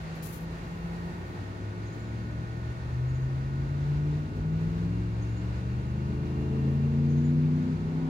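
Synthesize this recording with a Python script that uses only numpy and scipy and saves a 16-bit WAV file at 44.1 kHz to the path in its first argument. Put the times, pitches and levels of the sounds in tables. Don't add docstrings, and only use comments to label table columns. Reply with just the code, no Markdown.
import sys
import numpy as np
from scipy import signal
from scipy.fft import rfft, irfft, next_fast_len
from scipy.io import wavfile

SR = 44100
rng = np.random.default_rng(int(sys.argv[2]) if len(sys.argv) > 2 else 0)


def dump(signal):
    limited = np.clip(np.atleast_2d(signal).T, -1, 1)
    pcm = np.round(limited * 32767).astype(np.int16)
    wavfile.write(sys.argv[1], SR, pcm)


N = 356765
TIME = np.arange(N) / SR


def from_db(db):
    return 10 ** (np.asarray(db) / 20)


def unit_power(x):
    return x / np.sqrt(np.mean(x ** 2) + 1e-20)


def in_time(rows):
    times, *columns = np.transpose(rows)
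    return [np.interp(TIME, times, column) for column in columns]


def at_hz(points, hz):
    frequencies, values = np.transpose(points)
    return np.interp(np.log(hz), np.log(frequencies), values)


def drift(rate_hz):
    step, warm_up = 100, 2000
    pole = np.exp(-2 * np.pi * step * rate_hz / SR)
    noise = rng.standard_normal(N // step + warm_up + 2)
    slow = signal.lfilter([1], [1, -2 * pole, pole * pole], noise)[warm_up:]
    return np.interp(np.arange(N) / step, np.arange(len(slow)), unit_power(slow))


def coloured(x, spectrum):
    size = next_fast_len(N)
    hz = np.maximum(np.arange(size // 2 + 1) * SR / size, 1)
    return unit_power(irfft(rfft(x, size) * from_db(at_hz(spectrum, hz)), size)[:N])


def pan(db):
    return from_db(np.array([[.5], [-.5]]) * db)


def tone(turns):
    return np.sqrt(2) * np.sin(2 * np.pi * (turns + rng.random()))


def from_window(x, left_db, lag_s=0.00023):
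    return np.array([np.interp(TIME - lag_s, TIME, x), x]) * pan(left_db)


def with_echoes(x, ring_s, echo_db):
    t = TIME[:SR // 2]
    tail = rng.standard_normal((2, len(t))) * from_db(-60 * t / ring_s)
    tail /= np.sqrt(np.sum(tail ** 2, axis=1, keepdims=True))
    return x + from_db(echo_db) * signal.fftconvolve(x[None], tail, axes=1)[:, :N]


# (frequency [Hz], likeness [0 = unrelated, 1 or more = nearly the same])
LIKENESS = [(60, 4.5), (130, 0.8), (290, 0.9), (380, 7.5), (450, 0.45), (640, 0.26), (1000, -0.1),
            (1410, -.5), (2200, 0.15), (3100, 0.04), (6000, 0)]
# (frequency [Hz], left minus right [dB])
BALANCE = [(60, -2.5), (200, 1.5), (420, 3), (700, 0), (1400, -0.5), (2400, 0), (4000, -2.5), (5200, 3.5),
           (6600, 7.5), (7700, 8), (8800, 8.5), (10500, 11.5), (12000, 2.5), (15000, 4)]
def surrounding_noise(spectrum):
    size = next_fast_len(N)
    hz = np.maximum(np.arange(size // 2 + 1) * SR / size, 1)
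    alike = np.clip(at_hz(LIKENESS, hz), -.99, .99)
    shared, opposed = rfft(rng.standard_normal((2, size)))
    pair = np.sqrt(1 + alike) * shared + np.sqrt(1 - alike) * opposed * [[1], [-1]]
    out = irfft(pair * from_db(at_hz(spectrum, hz)) * pan(at_hz(BALANCE, hz)), size)[:, :N]
    return out / out.mean(axis=0).std()


# (frequency [Hz], level [dB])
HISS_COLOUR = [(290, -14.5), (500, -4), (914, -6), (1060, -8.5), (1430, -6.5), (1600, -7.5), (1820, -11),
               (1990, -10), (2720, -14), (3010, -18.5), (4380, -18), (5670, -25.5), (6640, -25),
               (8240, -35), (15500, -46)]
# (frequency [Hz], level [dB])
RUSH_COLOUR = [(30, -42.5), (60, -1.5), (110, 5), (150, 3), (300, -7.5), (450, -8), (650, -18.5),
               (1000, -68)]
def room_air(hiss_db=-53, extra_db=3, settle_s=0.88, flicker_db=0.71, rush_db=-43):
    level_db = hiss_db + extra_db * np.exp(-TIME / settle_s) + flicker_db * drift(3.9)
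    hiss = from_db(level_db) * surrounding_noise(HISS_COLOUR)
    return hiss + from_db(rush_db) * surrounding_noise(RUSH_COLOUR)


# (multiple of the compressor rate [x], level [dB], left minus right [dB])
HUM_TONES = [(4, -65, -5), (5, -55, 0), (6, -49, 2), (11, -63.5, -0.5), (15, -73.5, 8), (17, -69, 2),
             (19, -61, 3), (21, -77, 6), (22, -60.5, -2.5), (23, -68, 1.5), (25, -61, -4.5), (30, -80, -9),
             (31, -69.5, -11), (32, -68.5, -4), (35, -86, -8.5), (37, -72.5, -11.5), (41, -76.5, -8),
             (46, -76.5, -3), (47, -76, 5.5), (48, -83, -5)]
# (time [s], then one boost [dB] for each of the five bands in bands_hz)
HUM_SWELLS = [(0, -0.5, -4, 0, -1, 0), (1.8, 0.5, 5, 2, 1.5, -5), (3.4, -0.5, 3, 1.5, 3.5, -2),
              (4.4, -2, 7.5, 1, -4, 1), (5.3, -4.5, 3, -2, -1.5, 3), (6.15, -3.5, 4, 2, -4, 4.5),
              (6.7, -4, 6, -1.5, 0, 5.5), (7.2, -4, 4.5, -5, -4.5, 1), (8.09, 2.5, -10, -3, -1, -8)]
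def fridge_hum(compressor_hz=58.76, gain_db=-1.4, waver_db=2, speed_wobble=0.000183, lag_s=0.00042):
    bands_hz = np.array([350, 650, 1500, 1850, 2750])
    turns = np.cumsum(compressor_hz * (1 + speed_wobble * drift(0.82))) / SR
    turns = turns - compressor_hz * np.array([[lag_s], [0]])
    swells, out = in_time(HUM_SWELLS), np.zeros((2, N))
    for multiple, tone_db, left_db in HUM_TONES:
        band = np.argmin(np.abs(bands_hz - multiple * compressor_hz))
        level_db = tone_db + gain_db + swells[band] + waver_db * drift(0.4)
        out += from_db(level_db) * pan(left_db) * tone(multiple * turns)
    return out


# (frequency [Hz], level [dB])
LOWER_WHINE_COLOUR = [(1650, -38), (1810, -1.5), (1880, -4), (2020, -39)]
UPPER_WHINE_COLOUR = [(2550, -32), (2700, 1), (2820, 1.5), (2980, -33)]
# (time [s], lower whine [dB], upper whine [dB])
WHINE_LEVELS = [(0, -62.5, -80), (0.7, -64, -69), (1.2, -61.5, -80), (1.7, -67, -82), (3.2, -67.5, -79.5),
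                (4.2, -79, -75.5), (5.8, -76.5, -72), (6.75, -70.5, -65.5), (7.15, -78, -81),
                (8.09, -77, -80)]
def fridge_whine():
    lower_db, upper_db = in_time(WHINE_LEVELS)
    lower = from_db(lower_db) * surrounding_noise(LOWER_WHINE_COLOUR)
    return lower + from_db(upper_db) * surrounding_noise(UPPER_WHINE_COLOUR)


# (time of peak [s], half length [s], level [dB])
LEAF_SLIDES = [(1.298, 0.055, -71), (1.97, 0.06, -73), (4.194, 0.024, -75), (4.37, .014, -71),
               (4.72, 0.21, -78)]
# (frequency [Hz], level [dB])
LEAF_COLOUR = [(3000, -22), (6000, -5), (10000, -3), (14500, 2), (16000, 0)]
def leaves(snaps_per_s=3000):
    snaps = rng.standard_normal((2, N)) * (rng.random(N) < snaps_per_s / SR)
    swell = sum(from_db(db) * np.exp(-((TIME - peak) / half) ** 2) for peak, half, db in LEAF_SLIDES)
    return swell * np.array([coloured(side, LEAF_COLOUR) for side in snaps])


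# (time [s], pitch [Hz], level [dB])
BIRD_NOTES = [(1.85, 6630, -69), (1.91, 6550, -71), (1.99, 7080, -70), (2.06, 6754, -78), (3.07, 6700, -73),
              (3.13, 6680, -72), (3.2, 6660, -73), (5.205, 6520, -68.5), (5.28, 6770, -72),
              (5.355, 6830, -73), (7.085, 6550, -68), (7.16, 6450, -69), (7.235, 6884, -69.5)]
def bird(gain_db=-3.5, note_s=0.036, fall_hz=120, warble_hz=170):
    out, warble = np.zeros(N), warble_hz * drift(250)
    progress = np.linspace(0, 1, int(note_s * SR))
    for start, note_hz, note_db in BIRD_NOTES:
        span = int(start * SR) + np.arange(len(progress))
        hz = note_hz + fall_hz * (.5 - progress) + warble[span]
        out[span] += from_db(note_db + gain_db) * np.sin(np.pi * progress) * tone(np.cumsum(hz) / SR)
    return with_echoes(out, ring_s=0.25, echo_db=10) * pan(8.9)


# (time [s], held for [s], level [dB])
FINGER_STROKES = [(.155, .02, -60), (.233, 0.036, -41.5), (.29, 0.032, -52), (.33, 0.041, -47.5),
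                  (.405, .03, -60), (.5, .7, -70)]
# (frequency [Hz], level [dB])
SKIN_COLOUR = [(1000, -17), (2000, -14), (3000, -5), (4500, -4), (5600, -5), (6900, 0), (8200, -7),
               (11000, 2), (13000, -0.5), (16000, -1.5)]
def finger(slips_per_s=7000, spread_db=3, rise_s=0.0048, fade_s=0.019,
           tick_at_s=0.2262, tick_db=-35, tick_fade_s=0.0015, right_db=-35):
    sizes = from_db(spread_db * np.minimum(rng.exponential(1, N), 4)) * rng.standard_normal(N)
    slips = sizes * (rng.random(N) < slips_per_s / SR)
    rub = coloured(unit_power(slips) + rng.standard_normal(N), SKIN_COLOUR)
    pressure = from_db(tick_db) * (TIME >= tick_at_s) * np.exp(-np.abs(TIME - tick_at_s) / tick_fade_s)
    for start, hold, stroke_db in FINGER_STROKES:
        rise = np.clip(1 + (TIME - start) / rise_s, 0, 1)
        fade = np.exp(-np.maximum(TIME - start - hold, 0) / fade_s)
        pressure += from_db(stroke_db) * rise * fade
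    return rub * pressure * from_db([[0], [right_db]])


# (time [s], pitch [Hz], level [dB])
FAR_MOTORS = [
    [(0, 160.7, -39.5), (0.55, 166.1, -42), (0.9, 169.5, -37), (1.21, 173, -42), (1.28, 173, -51.5),
     (1.8, 178, -48), (2.18, 147.4, -76), (2.3, 148.6, -45), (2.7, 156, -51.5), (3.6, 152, -61),
     (4, 155, -79)],
    [(2.1, 63.7, -55), (2.6, 67, -50), (3.9, 75.02, -45), (5, 82.02, -51.5), (5.8, 90.3, -48.5),
     (6.6, 93.14, -56), (7, 95.9, -77)],
    [(7.0, 136, -77), (7.2, 141, -43), (7.5, 143.3, -50), (7.8, 146.2, -46), (8.09, 150.3, -40)],
]
# (multiple of the pitch [x], level [dB])
FAR_OVERTONES = [(3, -30.5), (4, -27), (5, -25.5)]
def far_motors(gain_db=0.5, flutter_db=2.15):
    out = np.zeros(N)
    for motor in FAR_MOTORS:
        hz, motor_db = in_time(motor)
        turns = np.cumsum(hz) / SR
        note = tone(turns) + sum(from_db(db) * tone(multiple * turns) for multiple, db in FAR_OVERTONES)
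        out += from_db(gain_db + motor_db + flutter_db * drift(25)) * note
    return from_window(out, left_db=0.5)


# (time [s], rumble [dB], tyres [dB])
ROAD_LEVELS = [(0, -48, -61), (.25, -62, -64), (.5, -47, -61.5), (1.2, -57, -56.5), (1.9, -53, -65.5),
               (2.5, -46, -62), (3.5, -44, -62.5), (5.6, -45.5, -63), (6.4, -44, -56.5),
               (7.3, -47.5, -61.5), (7.85, -49, -59), (8.05, -50, -52.5)]
# (frequency [Hz], level [dB])
RUMBLE_COLOUR = [(20, -37.5), (32, -18), (42, 4), (56, 15.5), (80, 4), (120, -2), (200, -7), (400, -51)]
TYRE_COLOUR = [(350, -21.5), (550, -9), (750, 6), (950, 6), (1150, 0), (1500, -11.5), (2200, -18.5),
               (2800, -14.5), (3300, -16), (6000, -44)]
def road_noise(rumble_gain_db=2):
    rumble_db, tyres_db = in_time(ROAD_LEVELS)
    rumble = from_db(rumble_db + rumble_gain_db) * surrounding_noise(RUMBLE_COLOUR)
    return rumble + from_db(tyres_db) * surrounding_noise(TYRE_COLOUR)


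# (frequency [Hz], gain [dB])
WINDOW_GAIN = [(100, -15.5), (160, 1.5), (200, -9.5), (270, -3), (400, -21), (490, -17.5), (750, -36)]
# (frequency [Hz], half width [Hz], gain [dB])
ROOM_RESONANCES = [(126, 5, 10), (152, 11, 9), (169, 3.4, -6), (186.5, 10, 9.5), (223.7, 12, 12),
                   (258, 8, 3.5), (268, 5, 0.5), (294.7, 15, 9), (342, 20, 10), (383, 6.8, 7),
                   (431.5, 25.3, 19.5)]
def window_and_room_db(hz):
    room_db = sum(db * np.exp(-((hz - centre) / width) ** 2) for centre, width, db in ROOM_RESONANCES)
    return at_hz(WINDOW_GAIN, hz) + room_db


# (time [s], weak tones [dB], rasp [dB])
EXHAUST_LEVELS = [(0.0, -77, -77), (0.6, -72, -58), (1.2, -67, -45), (1.9, -59, -47.5), (2.3, -56, -54),
                  (2.95, -64.5, -55), (3.7, -57, -52), (4.3, -49.5, -45), (4.8, -54, -55),
                  (5.25, -55.5, -50), (5.75, -51.5, -47.5), (6.2, -48.5, -48), (6.6, -46.5, -35),
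                  (7.0, -42.5, -44.5), (7.7, -45, -44.5), (8.09, -53.5, -41.5)]
# (multiple of the engine's cycle rate [x], level [dB])
WEAK_TONES = [(6, -0.2), (7, 1.5), (9, -6), (10, -13), (12, -9), (13, 6), (14, -12), (15, -5.5), (16, 3.5),
              (17, -10.5), (18, -10), (19, -6.5), (20, -6), (21, 3), (22, -3), (23, -6), (24, -2)]
# (frequency [Hz], level [dB])
RASP_COLOUR = [(80, -31.5), (140, 1), (220, 2.5), (300, -2), (440, -4.5), (560, -17), (1000, -31),
               (2000, -74.5)]
def exhaust_buzz(cycle_hz, turns, fading_db=2, flutter_db=1.13, rasp_gain_db=-3, puff_depth=0.22):
    tones_db, rasp_db = in_time(EXHAUST_LEVELS)
    tones = np.zeros(N)
    for multiple, tone_db in WEAK_TONES:
        echo_db = fading_db * drift(1.7) + flutter_db * drift(17)
        level_db = tones_db + tone_db + window_and_room_db(multiple * cycle_hz) + echo_db
        tones += from_db(level_db) * tone(multiple * turns)
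    puffs = 1 + puff_depth * np.cos(2 * np.pi * turns * 8)
    rasp = from_db(rasp_db + rasp_gain_db) * puffs * surrounding_noise(RASP_COLOUR)
    return from_window(tones, left_db=1.6) + rasp


# (time [s], level [dB])
THROB_LEVEL = [(2.4, -67), (3.5, -49), (4.3, -42.5), (5.1, -38), (6.9, -35.5), (7.55, -37), (7.9, -40),
               (8.0, -52)]
BOOM_LEVEL = [(0.1, -63), (0.5, -46), (1.1, -50.5), (1.9, -54), (2.2, -43), (3.3, -40.5), (4.3, -40),
              (4.5, -36.5), (5.2, -32), (6.35, -34.5), (6.6, -28), (7.35, -24.5), (7.6, -26.5),
              (7.68, -36.5), (7.74, -26.5), (7.78, -41), (7.82, -31.5), (8.05, -31)]
FIRING_LEVEL = [(0.6, -53.5), (1.2, -44), (1.6, -37), (1.95, -41.5), (2.1, -37), (2.8, -37.5),
                (3.02, -28.5), (3.699, -31.5), (3.85, -27.5), (4.1, -26.5), (4.34, -43.5), (4.5, -27.5),
                (4.899, -33), (5.2, -42.5), (5.9, -41.5), (6.1, -35.5), (6.23, -43.5), (6.36, -40),
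                (6.75, -33.5), (7.4, -30), (7.71, -31), (7.78, -44), (8.09, -34.5)]
GROWL_LEVEL = [(2.0, -70), (2.35, -43), (2.7, -53), (3.8, -58), (4.45, -47.5), (4.75, -45.5), (5.2, -63),
               (5.9, -66), (6.15, -43.5), (6.7, -42), (6.8, -62), (6.92, -47), (7.3, -41.5), (7.65, -45.5),
               (7.95, -60)]
def exhaust_drone(turns, flutter_db=1.13, stray_turns=0.069):
    out = np.zeros(N)
    for multiple, levels in ((3, THROB_LEVEL), (5, BOOM_LEVEL), (8, FIRING_LEVEL), (11, GROWL_LEVEL)):
        level_db = in_time(levels)[0] + flutter_db * drift(12.5)
        stray = stray_turns * drift(0.84)
        out += from_db(level_db) * np.sqrt(2) * np.cos(2 * np.pi * (multiple * turns + stray))
    return from_window(out, left_db=1.6)


# (time [s], cycle rate [Hz])
ENGINE_SPEED = [(0, 10.4), (1, 11), (1.4, 12.2), (1.8, 13.2), (2.2, 14.2), (2.6, 14.6), (3, 15.7),
                (3.4, 16.6), (3.8, 17.7), (4.6, 20), (5, 22.0), (5.4, 22.9), (6.2, 26.5), (7, 28.7),
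                (7.4, 30.4), (8.09, 32.25)]
def v8_engine(speed_wobble=0.0012):
    cycle_hz, = in_time(ENGINE_SPEED)
    turns = np.cumsum(cycle_hz * (1 + speed_wobble * drift(6))) / SR
    return exhaust_drone(turns) + exhaust_buzz(cycle_hz, turns)


def scene():
    street = v8_engine() + road_noise() + far_motors() + bird()
    return street + fridge_hum() + fridge_whine() + room_air() + finger() + leaves()


def record(dry, fade_s=0.00064, cutoff_hz=15750):
    eased = dry * np.clip(np.minimum(TIME, TIME[-1] - TIME) / fade_s, 0, 1)
    return signal.sosfilt(signal.ellip(10, .2, 70, cutoff_hz, fs=SR, output="sos"), eased)


dry = scene()
out = record(dry)
dump(out)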